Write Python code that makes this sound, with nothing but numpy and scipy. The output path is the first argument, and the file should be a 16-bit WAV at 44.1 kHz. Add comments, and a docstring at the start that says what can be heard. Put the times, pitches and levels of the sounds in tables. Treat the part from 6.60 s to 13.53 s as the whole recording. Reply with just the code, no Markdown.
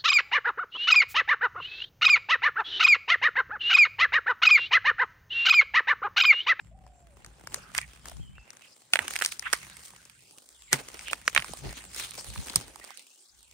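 """Bamboo grove: a gloved hand rakes dry litter between the stems, an arm's length from a two-port camera.
Snaps are noise bursts ringing a sheath band; rustle is random grains in leaf, sheath and soil bands.
Scrapes ring one band, soil knocks are sagging sines; sleeve and breeze rumble as low shaped noise.
Far off, a dove coos and a small bird whistles (wobbling sines); insects are a faint band of noise."""
import sys
import numpy as np
from scipy import signal
from scipy.fft import rfft, irfft
from scipy.io import wavfile
from scipy.ndimage import uniform_filter1d

SR = 44100
rng = np.random.default_rng(int(sys.argv[2]) if len(sys.argv) > 2 else 0)


def dump_mix(stems):
    """Bounce the given channels to the path in sys.argv[1] as a 16-bit WAV at rate SR."""
    frames = np.atleast_2d(stems).T  # one column per channel
    limited = np.clip(frames, -1, 1)  # hard clip at full scale
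    pcm = np.round(limited * 32767).astype(np.int16)
    wavfile.write(sys.argv[1], SR, pcm)


N = 305745


def undb(db):
    """Amplitude ratio of a level in dB."""
    return 10 ** (np.asarray(db) / 20)


def unit(x):
    """Scale to an RMS of 1 over all channels."""
    return x / np.sqrt(np.mean(x ** 2))


def curve(table):
    """Columns of a table (t/s first) interpolated at every sample."""
    s, *columns = np.transpose(table)
    t = np.arange(N) / SR
    return [np.interp(t, s, c) for c in columns]


def colour(x, table):
    """Shape the spectrum by (f/Hz, gain/dB) points with a short minimum-phase response."""
    hz, db = np.transpose(table)
    size = 2 ** 12
    bins_hz = np.fft.rfftfreq(size, 1 / SR)
    log_gain = np.log(undb(np.interp(np.log(bins_hz + 1), np.log(hz + 1), db)))
    # folding the cepstrum makes the response causal
    cepstrum = irfft(log_gain)
    cepstrum[1:size // 2] *= 2
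    cepstrum[size // 2 + 1:] = 0
    response = irfft(np.exp(rfft(cepstrum)))[:size // 2]
    response = response.reshape((1,) * (x.ndim - 1) + (-1,))
    return signal.oaconvolve(x, response, axes=-1)[..., :x.shape[-1]]


def band(x, lo_hz, hi_hz, order=2):
    """Butterworth bandpass."""
    sos = signal.butter(order, [lo_hz, hi_hz], "bandpass", fs=SR, output="sos")
    return signal.sosfilt(sos, x)


def walk(rate_hz):
    """Random levels held 1 / rate_hz and slewed; spread near 1."""
    hold = int(SR / rate_hz)
    steps = np.repeat(rng.standard_normal(N // hold + 1), hold)
    return uniform_filter1d(steps, hold // 2)[:N]


def snaps():
    """Fibres part in a quick burst that rings the sheath for a few cycles and cracks in the treble."""
    # snaps: t/s, ring level/dB, ring f/Hz, crack gain re ring/dB (6 dB added below), left minus right/dB
    snap_rows = [(0.265, -44, 780, -8, 5), (0.646, -38, 1690, 0.5, 2), (0.662, -42, 1290, 2, 7),
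                 (0.872, -28.5, 1350, -1.5, 3.5), (0.943, -26.5, 1460, 8, 0.5),
                 (1.149, -22.5, 2040, -2.5, -8.5), (1.179, -18, 2260, 6, 1.5), (1.185, -17, 2230, -48, -11),
                 (1.214, -32.5, 2200, 2, -3), (1.456, -34.5, 1390, 2, 4), (1.484, -33.5, 4440, 4, -1),
                 (1.497, -43, 4500, 6, 1), (1.518, -39, 780, -36, -1), (1.568, -52.5, 800, 2.5, 16),
                 (1.781, -40, 1430, -22, 1), (1.904, -42, 1960, 7.5, 6), (1.931, -44.5, 1390, -2, 3),
                 (1.969, -45, 2030, 4.5, 6), (2.3347, -1.5, 2680, -10.5, -1), (2.3561, -6, 2240, -10, -4),
                 (2.369, -22, 2220, -16, -6), (2.39, -9.5, 1920, -11.5, -6), (2.48, -21.5, 2250, 1, 0.5),
                 (2.5361, -31, 2130, 6, -6), (2.556, -21.5, 2140, -2, -1.5), (2.562, -19.5, 2440, 2, -5),
                 (2.589, -24.5, 2280, 2, 0), (2.612, -20.5, 1730, -16, -7), (2.621, -11, 1930, -3.5, -3.5),
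                 (2.628, -28, 1770, -18, -8), (2.648, -15.5, 2540, 3, 2), (2.66, -22, 1840, 11.5, -3),
                 (2.722, -30.5, 2120, -1.5, -13.5), (2.794, -36, 1870, 13.5, 5.5),
                 (2.826, -32.5, 1700, -32, -12), (2.929, -16.5, 1460, 7.5, -9.5),
                 (2.933, -12, 1400, -0.5, -3.5), (3.168, -39.5, 2680, 4.5, -10), (3.335, -44, 960, -15, -3),
                 (3.452, -52, 4400, 12.5, 4), (3.497, -46.5, 2530, 2, -13), (3.783, -41, 3350, 3, 0),
                 (3.889, -48, 3650, 8, -1), (4.021, -41, 3120, -2, 0), (4.129, -8, 1340, 3.5, 0.5),
                 (4.286, -39.5, 2840, 9.5, -1), (4.342, -40, 583, 5.5, -2), (4.392, -32, 1970, 2, 3),
                 (4.41, -38, 2150, -1, 9), (4.482, -27.5, 1910, -1, -5), (4.531, -12, 1950, -10.5, -3),
                 (4.678, -7, 1730, -4.5, -2.5), (4.7485, -19, 2340, 2, -3), (4.762, -5, 1990, -59, -7.5),
                 (4.776, -4, 2090, -11, -2.5), (4.794, -21, 2480, -29, -5), (4.822, -24, 2170, -7, 2),
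                 (4.844, -30, 1070, 1.5, -7), (4.882, -36, 1990, -20, -5.5), (4.935, -31.5, 620, 3, -10),
                 (5.3455, -40, 3500, 13, -7), (5.508, -45, 4490, 8, -21), (5.517, -32.5, 2840, -19, 3),
                 (5.581, -32.5, 730, -16, 0), (5.759, -30, 1160, -22, -4), (5.778, -35, 3320, -2, -8),
                 (5.883, -33, 1940, 3, 3), (5.897, -23, 4000, -22, 3), (5.938, -38, 1390, -18, 23),
                 (5.9582, -15.5, 4040, 12.5, -5.5), (5.96, -25, 1480, -22, 8),
                 (6.158, -38.5, 1050, 2.5, -8), (6.247, -50, 991, 9, -20), (6.305, -41, 1030, 2, -15),
                 (6.373, -37, 4550, 2.5, -13), (6.829, -53, 4630, 9.5, -11)]
    out = np.zeros((2, N + SR))
    t = np.arange(SR // 20) / SR
    noise = rng.standard_normal((len(snap_rows), 3, len(t)))
    lags = rng.integers(-3, 8, len(snap_rows))  # samples; right port late if positive
    tear_s = .0009
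    tearing = (t / tear_s * np.exp(1 - t / tear_s)) ** 2
    fall = np.exp(-t / .003) * (1 - np.exp(-t / .001))
    parting = 16 * (np.arange(len(t)) == int(tear_s * SR))  # the last fibre goes all at once
    for (s, db, hz, crack_db, pan_db), (both, left, right), lag in zip(snap_rows, noise, lags):
        ring = band(both * tearing + parting, 0.7 * hz, 1.273 * hz)
        ring = ring / np.abs(ring).max()
        for c, own in enumerate((left, right)):
            scatter = 0.62 * both + 0.23 * own  # echoes off the stems differ at each port
            echoes = 1.03 * fall * band(scatter, 0.26 * hz, 1.4 * hz) * np.sqrt(6000 / hz)
            crack = band(scatter, 4920, 9450) * (tearing + .5 * fall)
            gain = undb(db + (1 - 2 * c) * pan_db / 2)
            i = int(s * SR) + max(lag if c else -lag, 0)
            out[c, i:i + len(t)] += gain * (ring + echoes + undb(crack_db + 6.0) * crack)
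    return out[:, :N]


def grains(rate_hz, spread_db, tail_s, alike):
    """Tiny cracks of very uneven size, each smeared by a short tail; partly the same at both ports."""
    busy = undb(3.1 * walk(30))
    cracks = rng.random(N) < rate_hz * busy / SR
    size = np.zeros(N)
    size[cracks] = undb(spread_db * np.minimum(rng.exponential(size=cracks.sum()), 4.5))
    pole = [1, -np.exp(-2 / (tail_s * SR))]
    power = signal.lfilter([1], pole, uniform_filter1d(size ** 2, size=41))
    envelope = np.sqrt(power + 0.2)  # 0.2: hiss floor between cracks
    both, left, right = rng.standard_normal((3, N))
    return envelope * (np.sqrt(alike) * both + np.sqrt(1 - alike) * np.array([left, right]))


def pieces(lo_hz, hi_hz, count, rate_hz, cycles, alike):
    """Bits of litter of different size, each crackling in its own narrow band and stirred by turns."""
    total = 0
    for hz in np.geomspace(lo_hz, hi_hz, count):
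        crackle = band(grains(rate_hz, 3., cycles / hz, alike), .9 * hz, 1.1 * hz)
        total = total + unit(crackle) * np.sqrt(hz) * undb(4 * walk(14))
    return unit(total)


def swells(table, rise_db, fall_db):
    """Gain of each level column: rows climb to a peak and die away; overlapping rows add in power.

    rise_db, fall_db: level lost one length before and after the peak."""
    t = np.arange(0, N / SR, .001)
    power = 0
    for s, length_s, *db in table:
        late = (t - s) / length_s
        shape = undb(np.where(late < 0, rise_db * late, -fall_db * late))
        power = power + np.outer(undb(db), shape) ** 2
    return np.array(curve(np.column_stack([t, np.sqrt(power).T])))


def rake():
    """Leaves, sheaths and soil share the hand's jerks; each has grains of its own as well."""
    # litter spectrum: f/Hz, gain/dB
    litter_spectrum = [(88, -43), (150, -5.5), (444, -9), (728, -9.5), (1040, -2.5), (1270, -3),
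                       (4840, -8.5), (6770, -4.5), (8760, -5), (12500, -17), (13800, -30), (15500, -8),
                       (16800, -56)]
    # litter stirring and settling: t/s, papery leaves level/dB, stiff sheaths level/dB, glove on soil level/dB
    stir_levels = [(0.0, -69.5, -69, -70.5), (0.14, -78, -78, -72), (0.56, -66, -68.5, -63),
                   (0.8, -61.5, -63.5, -58), (1.3, -58, -60, -65.5), (1.68, -70, -72, -75.5),
                   (1.85, -67, -65, -64.5), (2.05, -59, -63, -66.5), (2.3, -61, -78.5, -68),
                   (3.0, -50, -55, -62.5), (3.5, -59, -64, -68.5), (3.78, -57.5, -67, -62.5),
                   (4.09, -57.5, -58, -72), (4.25, -51.5, -57, -58), (4.65, -66.5, -60.5, -65.5),
                   (4.86, -45, -53, -57), (5.29, -53, -60.5, -59), (5.66, -46, -56, -57),
                   (5.92, -40.5, -49, -47.5), (6.1, -54.5, -59.5, -54.5), (6.62, -58.5, -70.5, -80.5),
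                   (6.93, -61, -63.5, -69.5)]
    # hand closes or pushes: peak t/s, length/s, leaves level/dB, sheaths level/dB, soil level/dB
    crunch_rows = [(0.95, 0.16, -47, -51.5, -50), (1.17, 0.087, -36, -39.5, -56.5),
                   (1.47, 0.2, -49, -55, -51), (2.341, 0.046, -31, -46.5, -48.5),
                   (2.42, 0.2, -41.5, -40, -42.5), (2.51, 0.27, -40, -49, -63.5),
                   (2.64, 0.1, -32.5, -41.5, -59), (2.72, 0.026, -29.5, -48, -77),
                   (2.86, 0.062, -54, -33, -77), (2.94, 0.058, -33, -37, -68),
                   (3.25, 0.13, -45.5, -72, -82), (4.135, 0.038, -21.5, -25.5, -25.5),
                   (4.19, 0.046, -36, -42.5, -35.5), (4.35, 0.055, -61, -50, -53),
                   (4.43, 0.34, -45, -54.5, -58), (4.52, 0.077, -40.5, -51, -45),
                   (4.684, 0.1, -44, -51, -61), (4.77, 0.077, -36, -33, -45.5),
                   (5.05, 0.068, -43, -44, -34.5), (5.18, 0.097, -45.5, -47.5, -54),
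                   (5.39, 0.18, -32.5, -40, -51), (5.59, 0.044, -40.5, -47, -50),
                   (5.97, 0.033, -32.5, -42, -41), (6.26, 0.55, -50.5, -56, -58.5)]
    jerks = grains(200, spread_db=3.6, tail_s=.002, alike=.35)
    leaves = pieces(3150, 10250, count=6, rate_hz=120, cycles=70, alike=0.26)
    sheaths = pieces(907, 3430, count=6, rate_hz=45, cycles=50, alike=0.1)
    soil = pieces(250, 800, count=4, rate_hz=40, cycles=4, alike=0.6)
    edges_hz = (3500, 17000), (900, 3500), (200, 900)
    own_shares = .7, 1.0, .5
    crunches = swells(crunch_rows, rise_db=47, fall_db=22)
    gains = np.hypot(undb(curve(stir_levels)), crunches)
    total = 0
    for own, share, edges, gain in zip((leaves, sheaths, soil), own_shares, edges_hz, gains):
        mix = unit(band(jerks, *edges)) + share * own
        rustle = band(colour(mix, litter_spectrum), *edges, order=3)
        total = total + gain * unit(rustle)
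    return total


def hollow(x):
    """In the lulls, thin the rustle below a moving edge, deepest just under it."""
    # t/s, upper edge of the hollow f/Hz
    edge_track = [(3.45, 101), (3.6, 1720), (3.9, 3360), (4.11, 1900), (4.13, 101), (6.28, 97), (6.4, 1956),
                  (6.7, 3470), (6.93, 1890)]
    depth_db = -14
    hz, t, frames = signal.stft(x, SR, nperseg=1024)
    share = hz[:, None] / np.interp(t, *np.transpose(edge_track))
    return signal.istft(frames * undb(depth_db * share * (share < 1)), SR)[1][:, :N]


def scrapes():
    """A sheath chatters along a stem: uneven slips in quick succession ring one resonance."""
    # t/s, length/s, ring f/Hz, level/dB
    scrape_rows = [(0.968, 0.16, 1400, -53), (1.201, 0.056, 2220, -49), (2.014, 0.072, 2750, -56),
                   (2.858, 0.022, 1650, -29), (4.459, 0.055, 2900, -43), (5.032, 0.13, 2090, -52),
                   (5.033, 0.073, 4400, -49), (5.429, 0.04, 2830, -45)]
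    t = np.arange(N) / SR
    slips = grains(350, spread_db=3.5, tail_s=0.0019, alike=0.35)
    total = 0
    for s, length_s, hz, db in scrape_rows:
        arch = np.sin(np.pi * np.clip((t - s) / length_s, 0, 1)).clip(0)
        ring = unit(band(slips, 0.84 * hz, 1.12 * hz))
        total = total + undb(db) * np.sqrt(arch) * ring
    return total


def thuds():
    """The hand or a stem knocks the soil: a few dull cycles that sag in pitch."""
    # t/s, level/dB, settled f/Hz
    thud_rows = [(1.597, -41, 103), (2.407, -43.5, 82), (2.927, -40.5, 357), (4.132, -25, 135.6),
                 (4.894, -39, 217), (5.96, -29.5, 115)]
    out = np.zeros(N + SR)
    t = np.arange(SR // 10) / SR
    warped_t = t + .006 * (1 - np.exp(-t / 0.0028))
    for s, db, hz in thud_rows:
        knock = np.sin(2 * np.pi * hz * warped_t) * np.exp(-t * hz / 2.6)
        i = int(s * SR)
        out[i:i + len(t)] += undb(db) * knock
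    return out[:N]


def rumble():
    """Distant low drone reaches both ports alike; puffs of air push one port and pull the other."""
    # low noise spectrum: f/Hz, gain/dB
    breeze_spectrum = [(20, -26), (38, -27.5), (55, 3.5), (75, -9.5), (120, -6.5), (190, -12), (300, -28.5),
                       (500, -54.5)]
    # slow rumble whose lows drop out around 2.0, 3.9 and 6.6 s:
    # t/s, level above 90 Hz/dB, level below 90 Hz/dB
    drone_levels = [(0.0, -57, -54.5), (0.61, -62, -56.5), (1.02, -57.5, -57.5), (1.33, -58, -54),
                    (1.81, -59, -52), (1.95, -71, -99), (2.31, -75, -100), (2.36, -63.5, -65.5),
                    (3.18, -59, -60.5), (3.3, -65.5, -69), (3.78, -72, -83), (3.92, -91.5, -76),
                    (4.2, -61, -57), (5.6, -57.5, -58.5), (6.04, -64, -53), (6.22, -66.5, -65),
                    (6.36, -87, -115), (6.62, -102.5, -120), (6.74, -82, -60), (6.93, -77, -63)]
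    # sleeve brushes the case: peak t/s, length/s, level alike at both ports/dB, opposite/dB (before port gains)
    brush_rows = [(1.61, 0.12, -51, -35.5), (4.137, 0.032, -50, -48), (4.79, 0.043, -43, -59),
                  (4.91, 0.04, -45.5, -51), (5.06, 0.072, -40, -43), (5.69, 0.072, -41.5, -40),
                  (5.79, 0.029, -36, -28), (5.98, 0.017, -35, -43)]
    air_db = -11  # moving air re the deep drone, before port gains
    upper_db, deep_db = curve(drone_levels)
    alike, opposite = swells(brush_rows, rise_db=25, fall_db=16.5)
    gusty_noise = rng.standard_normal((2, N)) * undb(2.1 * walk(10))
    drone, puffs = colour(gusty_noise, breeze_spectrum)
    puffs = unit(puffs + .5 * drone) * np.hypot(undb(deep_db + air_db), opposite)
    hum = unit(band(drone, 54.6, 62))
    deep = band(unit(drone) + 0.26 * hum, 33, 78, order=3) * np.hypot(undb(deep_db), alike)
    upper = band(unit(drone), 90, 920, order=3) * np.hypot(undb(upper_db), alike)
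    return deep + upper + puffs * np.array([[1.25], [-.8]])


def bird(table, throb, wobble):
    """A near sine with a restless pitch that sags where the note throbs down; silent outside its note."""
    hz, db = curve(table)[:2]
    t = np.arange(N) / SR
    sounding = (t > table[0][0]) & (t < table[-1][0])
    sag = 1 - .1 * np.clip(.6 - throb, 0, 1)
    phase = 2 * np.pi * np.cumsum(hz * sag * (1 + wobble * walk(450))) / SR
    return sounding * undb(db) * throb * np.sin(phase)


def birds():
    """The dove's coo throbs ever faster, then ends smooth; the small bird's notes are hoarse."""
    # coo: t/s, nominal f/Hz, level/dB before throbbing
    dove_note = [(.1, 600, -93), (.115, 626, -56), (.15, 772, -55), (.42, 710, -58), (.49, 663, -66),
                 (.52, 571, -64), (.565, 555, -63), (.585, 573, -80)]
    # one table a note: t/s, nominal f/Hz, level/dB before roughening
    whistle_notes = [
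        [(1.6, 3150, -68), (1.615, 3180, -58), (1.71, 2980, -61), (1.76, 3170, -72)],
        [(1.73, 2120, -76), (1.775, 2720, -57), (1.83, 2660, -60), (1.89, 2790, -70), (1.96, 2570, -84)],
    ]
    throbs_per_s, throb_gain_per_s2, throb_depth, throb_ends_s = 28, 41, .9, 0.426
    t = np.arange(N) / SR
    rate_hz = throbs_per_s + throb_gain_per_s2 * np.maximum(t - dove_note[0][0], 0)
    depth = throb_depth * np.clip((throb_ends_s - t) / 0.028 + .5, 0, 1)
    throb = 1 - depth * np.cos(np.pi * np.cumsum(rate_hz) / SR + .4) ** 2
    hoarse = undb(3.5 * walk(200))
    coo = bird(dove_note, throb, wobble=.02)
    # a lower murmur fills the gaps
    murmur_note = [(s, .8 * hz, db - 8) for s, hz, db in dove_note]
    murmur = bird(murmur_note, 1 - throb, wobble=.03)
    whistle = sum(bird(note, hoarse, wobble=.028) for note in whistle_notes)
    return coo + murmur + whistle


def insects():
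    """A narrow noise band, unrelated at the two ports, whose level comes and goes at both together."""
    centre_hz, half_width_hz, middle_db = 7460, 220, -74
    song = band(rng.standard_normal((2, N)), centre_hz - half_width_hz, centre_hz + half_width_hz)
    return unit(song) * undb(middle_db + 6 * walk(9))


def scene():
    """Near sounds, shaded by the case and ringing each port's cavity, plus rumble, birds and insects."""
    # port response: f/Hz, left gain/dB, right gain/dB
    port_gains = [(299.4, -2, -1.5), (1100, -1.5, -1), (2370, -0.5, 4.5), (4400, 2.5, 0), (7150, -2, -12),
                  (8810, -4.5, 4.5), (10330, -6.5, -3.5), (12380, 1.5, 2.5), (15600, -1, -0.5)]
    near = snaps() + hollow(rake()) + scrapes() + thuds()
    hz, left_db, right_db = np.transpose(port_gains)
    left = colour(near[0], np.transpose([hz, left_db]))
    right = colour(near[1], np.transpose([hz, right_db]))
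    return np.array([left, right]) + rumble() + birds() + insects()


def record(dry):
    """The loudest peaks are rounded softly; the camera cuts the top."""
    top_hz = 16500
    rounded = .85 * np.tanh(dry / .85)
    return signal.sosfilt(signal.ellip(12, .2, 95, top_hz, fs=SR, output="sos"), rounded)


dry = scene()
out = record(dry)
dump_mix(out)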